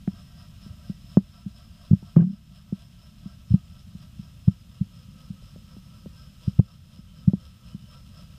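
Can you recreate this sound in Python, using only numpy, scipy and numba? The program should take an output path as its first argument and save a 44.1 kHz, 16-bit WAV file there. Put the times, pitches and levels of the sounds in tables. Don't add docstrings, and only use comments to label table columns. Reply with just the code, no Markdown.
import sys
import numpy as np
from scipy import signal
from scipy.fft import rfft, irfft, next_fast_len
from scipy.io import wavfile
from scipy.ndimage import uniform_filter1d, minimum_filter1d
from numba import njit

SR = 44100
rng = np.random.default_rng(int(sys.argv[2]) if len(sys.argv) > 2 else 0)


def to_wav(sig):
    pcm = np.clip(np.atleast_2d(sig), -1, 1) * 32767
    pcm = np.round(pcm).astype(np.int16)
    wavfile.write(sys.argv[1], SR, pcm.T)


N = 369657


def undb(db):
    return 10 ** (np.asarray(db) / 20)


def level(x, db):
    return x * undb(db) / np.sqrt(np.mean(x ** 2))


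def clock():
    return np.arange(N) / SR


def bell(t, width):
    return np.exp(-.5 * np.minimum((t / width) ** 2, 100))


def colour(x, points):
    size = next_fast_len(len(x))
    hz, db = np.transpose(points)
    bins_hz = np.maximum(np.arange(size // 2 + 1) * SR / size, 1)
    gain = undb(np.interp(np.log(bins_hz), np.log(hz), db))
    return irfft(rfft(x, size) * gain, size)[:len(x)]


def ring(x, hz, width):
    return signal.lfilter(*signal.iirpeak(hz, hz / width, fs=SR), x)


def walk(rate):
    size = int(SR / rate)
    steps = np.repeat(rng.standard_normal(N // size + 1), size)
    smooth = uniform_filter1d(uniform_filter1d(steps, size), size)
    return np.sqrt(2) * smooth[:N]


def tone(hz):
    return np.sqrt(2) * np.sin(2 * np.pi * np.cumsum(hz) / SR)


def gear_load(swell_s=0.042, idle=0.31, half_turn_s=0.13, rub_s=0.021, rub_db=-11, uneven_db=.3, count=35):
    # start_s, level_db
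    binding = [(0, 2.5), (.9, .5), (1.9, 2.5), (2.35, -2), (2.8, 0), (4.2, -2.5), (4.7, -8), (5.0, -2),
               (5.95, -1.5), (6.45, 1.8), (6.75, -1), (7.45, 0), (8.2, 3.5)]
    first_turn_s, turn_s, slowing_s_per_turn = .179, .2368, .00036
    t, turn = clock(), np.arange(count)
    times = first_turn_s + turn_s * turn + slowing_s_per_turn * turn ** 2 / 2
    sizes_db = np.interp(times, *np.transpose(binding)) + uneven_db * rng.standard_normal(count)
    swells = np.zeros(N)
    for s, db in zip(times, sizes_db):
        rub = undb(rub_db) * bell(t - s - half_turn_s, rub_s)
        swells += undb(db) * (bell(t - s, swell_s) + rub)
    return idle + (1 - idle) * swells


def teeth(spiky_db):
    sizes = undb(spiky_db * rng.exponential(size=N).clip(0, 5))
    struck = rng.random(N) < .07
    return level(rng.standard_normal(N) * sizes * struck, 0)


def hull_ring(hull_db=-63.0):
    # pitch_hz, width_hz, going_out_db, coming_back_db
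    hull_modes = [(516.4, 40, -5.5, 7), (603, 67, 4.5, 1), (694, 45, 4, -3.5), (981, 29, 0, 1.5),
                  (1170, 210, -2.5, -3), (1281, 28, -9.5, 10), (1333, 39, 4.5, 6), (1574, 79, -1, -3),
                  (1926, 70, -9, -11.5)]
    # start_s, share (0 going out to 1 coming back)
    heading = [(0, 0.032), (3.6, 0), (5.2, 0.93), (8.4, 0.63)]
    back = np.interp(clock(), *np.transpose(heading))
    hull = np.zeros(N)
    for hz, width, out_db, back_db in hull_modes:
        mode = ring(ring(teeth(spiky_db=2), hz, width), hz, width)
        hull += mode * undb(out_db + back * (back_db - out_db))
    return level(hull, hull_db) * undb(0.9 * walk(22))


def gear_rasp(clicks, rasp_db=-62.5):
    # pitch_hz, level_db
    rasp_colour = [(400, -34), (1000, -7), (2350, -9), (2550, 0), (3150, 4), (3600, 0.5), (4050, 1.5),
                   (4400, -3.5), (5000, -12), (5900, -11), (7500, -9), (9600, -10.5), (10500, -17),
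                   (15000, -19)]
    return level(colour(clicks, rasp_colour), rasp_db) * undb(1.6 * walk(35))


def gear_ring(clicks, gear_db=-66, gear_hz=5203, narrow_hz=530, wide_hz=1300):
    rung = ring(ring(clicks, gear_hz, narrow_hz), gear_hz, wide_hz)
    return level(rung, gear_db) * undb(1.2 * walk(40))


def gear_whine():
    # pitch_hz, level_db (rms, before the load), wander_hz
    whine_tones = [(4915, -73.5, 40), (5160, -70, 16), (5275, -70, 18), (1294, -71.5, 19)]
    whine = np.zeros(N)
    for hz, db, wander in whine_tones:
        pitch_hz = hz + wander * (walk(12) + walk(300))
        whine += level(tone(pitch_hz) * undb(4.0 * walk(45)), db)
    return whine


def shaft_squeaks():
    # middle_s, level_db (before the flutter), pitch_hz, half_length_s
    squeak_rows = [(.42, -75, 1900, 0.13), (0.954, -77, 1925, .15), (6.236, -68, 1560, 0.054),
                   (7.125, -69, 3050, 0.081), (7.76, -65, 3010, 0.083)]
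    t, squeaks = clock(), np.zeros(N)
    for s, db, hz, half in squeak_rows:
        flutter = .75 + .35 * walk(40)
        squeaks += undb(db) * bell(t - s, half) * tone(hz + 20 * walk(210)) * flutter
    return squeaks


def motor(whine_follow=0.95):
    load, clicks = gear_load(), teeth(spiky_db=1.56)
    clatter = hull_ring() + gear_rasp(clicks) + gear_ring(clicks)
    return load * clatter + load ** whine_follow * gear_whine() + shaft_squeaks()


def water(flow_db=-46.5):
    # pitch_hz, level_db
    flow_colour = [(15, -12.5), (28, -10), (45, 0.5), (70, 2.5), (115, 1), (170, 0), (215, -5), (260, -18),
                   (310, -24.5), (420, -34), (900, -50), (3000, -79)]
    return level(colour(rng.standard_normal(N), flow_colour), flow_db) * undb(0.43 * walk(6.7))


def hiss(hiss_db=-63.2):
    # pitch_hz, level_db
    hiss_colour = [(100, -13), (800, 2.5), (2300, 2.5), (2600, 8), (3200, 9.5), (4400, 4), (5200, 0),
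                   (6000, 2), (9600, -1.5), (10300, -4), (12500, -2), (15000, -5)]
    return level(colour(rng.standard_normal(N), hiss_colour), hiss_db)


def bubbles(rise=0.034):
    # start_s, level_db (as the ringing starts), pitch_hz, ring_time_ms
    bubble_rows = [(.0765, -23, 640, 1.7), (2.026, -53, 880, 7.9), (2.1627, -28, 1100, 1.7),
                   (2.206, -40, 1546, 6.7), (5.4245, -48.5, 530, 3.3), (5.5607, -41.5, 560, 2.8),
                   (6.059, -38.5, 510, 4.1), (7.3, -42, 560, 4.6)]
    out, t = np.zeros(N + SR), np.arange(SR // 10) / SR
    for s, db, hz, ring_ms in bubble_rows:
        age = t * 1000 / ring_ms
        start = int(s * SR)
        chirp = np.sin(2 * np.pi * hz * t * (1 + rise * age / 2))
        out[start:start + len(t)] += undb(db) * np.exp(-age) * chirp
    return out[:N]


def spring(x, hz, width):
    pole = np.exp((2j * np.pi * hz - np.pi * width) / SR)
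    return signal.lfilter([2 * np.pi * width / SR], [1, -pole], x).imag


def nudges(per_s=1.2, middle_db=-37, spread_db=2.5, middle_soft_ms=2.0, edge_db=-25):
    rows = []
    for when, force, soft in rng.random((int(per_s * N / SR), 3)):
        peak_db = middle_db + spread_db * (2 * force - 1)
        soft_ms = middle_soft_ms * 2 ** (2 * soft - 1)
        rows.append((when * N / SR, peak_db, soft_ms, edge_db))
    return rows


def knocks(edge_share=.22, leak_hz=112):
    # middle_s, peak_db, softness_ms (of the push), edge_db (hard edge)
    knock_rows = [(.077, -14.3, .06, -40), (.6624, -34.8, .46, -22), (.704, -30, 3.4, -50),
                  (.8975, -19.6, 1.03, -12), (1.1714, -.5, .12, -40), (1.4622, -19.8, .98, -47),
                  (1.9112, -3.8, 2.16, -21), (1.9304, -1.2, 1.67, -27), (2.0264, -32.6, .06, -40),
                  (2.1665, -1.2, .52, -24), (2.7254, -14, .39, -40), (3.2584, -24.3, .84, -50),
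                  (3.5064, -13.8, 2.15, -39), (3.5161, -11.7, 3, -45), (3.54, -1.2, 1.42, -46),
                  (3.9506, -27.3, 1.59, -21), (4.1934, -25.2, 1.27, -31), (4.4788, -1.6, 1.85, -36),
                  (4.8114, -10.8, 1.46, -55), (5.3031, -22.3, 1.39, -31), (5.56, -38.5, .1, -40),
                  (5.767, -35.1, .06, -40), (6.061, -30, .1, -40), (6.4774, -10.4, 2.42, -27),
                  (6.5928, 1.4, 2.0, -45), (6.9896, -30.3, .8, -31), (7.2776, -.8, 1.43, -46),
                  (7.3346, -10.5, .26, -19), (7.7462, -24.2, .91, -21)]
    # pitch_hz, width_hz, level_db
    case_modes = [(192.5, 43.3, 25), (109.4, 20, 3), (330, 40, -2.5), (552, 216, -21)]
    out, size = np.zeros(N + SR), SR // 5
    leak = signal.butter(4, leak_hz, "high", fs=SR, output="sos")
    for s, db, soft_ms, edge_db in knock_rows + nudges():
        start = max(int(s * SR) - SR // 50, 0)
        ms = ((start + np.arange(size)) / SR - s) * 1000
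        edge_ms = edge_share * soft_ms
        push = bell(ms, soft_ms) / soft_ms + undb(edge_db) * bell(ms, edge_ms) / edge_ms
        rung = sum(undb(mode_db) * spring(push, hz, width) for hz, width, mode_db in case_modes)
        thud = signal.sosfilt(leak, rung)
        out[start:start + size] += undb(db) * thud / np.abs(thud).max()
    return out[:N]


def froth(start_s=2.161, froth_db=-31.5, attack_s=.005, fade_db_per_s=150, length_s=.074, release_s=.016):
    # pitch_hz, level_db
    froth_colour = [(150, -21), (320, 6.5), (500, -1.5), (1100, -11.5), (1350, -16.5), (1700, -23),
                    (2100, -28), (3000, -25), (5000, -54)]
    age = np.clip(clock() - start_s, 0, 1)
    attack = np.minimum(age / attack_s, 1)
    release = np.clip(1 - (age - length_s) / release_s, 0, 1)
    fizz = level(colour(rng.standard_normal(N), froth_colour), froth_db)
    return attack * release * undb(-fade_db_per_s * age) * fizz


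def gulp(count=7, uneven_db=1.0, wobble=.04, octave_db=-23):
    start_s, first_db, fade_db_per_s = 2.1785, 1, 160
    gap_s, slowing_s, half_s = .0205, .0023, .0069
    first_hz, rise_hz_per_s = 163, 250
    age, glug = clock() - start_s, np.arange(count)
    ages = gap_s * glug + slowing_s * glug * (glug - 1) / 2
    sizes_db = first_db - fade_db_per_s * ages + uneven_db * rng.standard_normal(count)
    throb = sum(undb(db) * bell(age - s, half_s) for s, db in zip(ages, sizes_db))
    pitch_hz = (first_hz + rise_hz_per_s * age) * (1 + wobble * walk(120))
    phase = 2 * np.pi * np.cumsum(pitch_hz) / SR
    phase = phase - phase[int(start_s * SR)]
    return throb * (np.cos(phase) + undb(octave_db) * throb * np.cos(2 * phase))


def pool(x, echo_db=-18, t60=0.076, first_s=.008):
    t = np.arange(SR // 4) / SR
    echoes = rng.standard_normal(len(t)) * np.exp(-np.log(1000) * t / t60) * (t > first_s)
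    echoes = echoes / np.linalg.norm(echoes)
    return x + undb(echo_db) * signal.fftconvolve(x, echoes)[:N]


def scene():
    echoing = pool(knocks() + gulp() + froth() + bubbles())
    return (echoing + motor() + water() + hiss())[None]


@njit
def hold(over_db, release):
    out, held = np.empty(len(over_db)), 0.
    for i in range(len(over_db)):
        held = max(over_db[i], held * release)
        out[i] = held
    return out


def record(dry, ceiling_db=-3.0, release_s=0.75, top_hz=15350):
    over_db = np.maximum(20 * np.log10(np.abs(dry[0]) + 1e-9) - ceiling_db, 0)
    held_db = hold(over_db, np.exp(-1 / (release_s * SR)))
    gain_db = uniform_filter1d(minimum_filter1d(-held_db, size=20), size=20)
    top_cut = signal.ellip(12, .1, 80, top_hz, fs=SR, output="sos")
    return signal.sosfilt(top_cut, dry * undb(gain_db))


dry = scene()
out = record(dry)
to_wav(out)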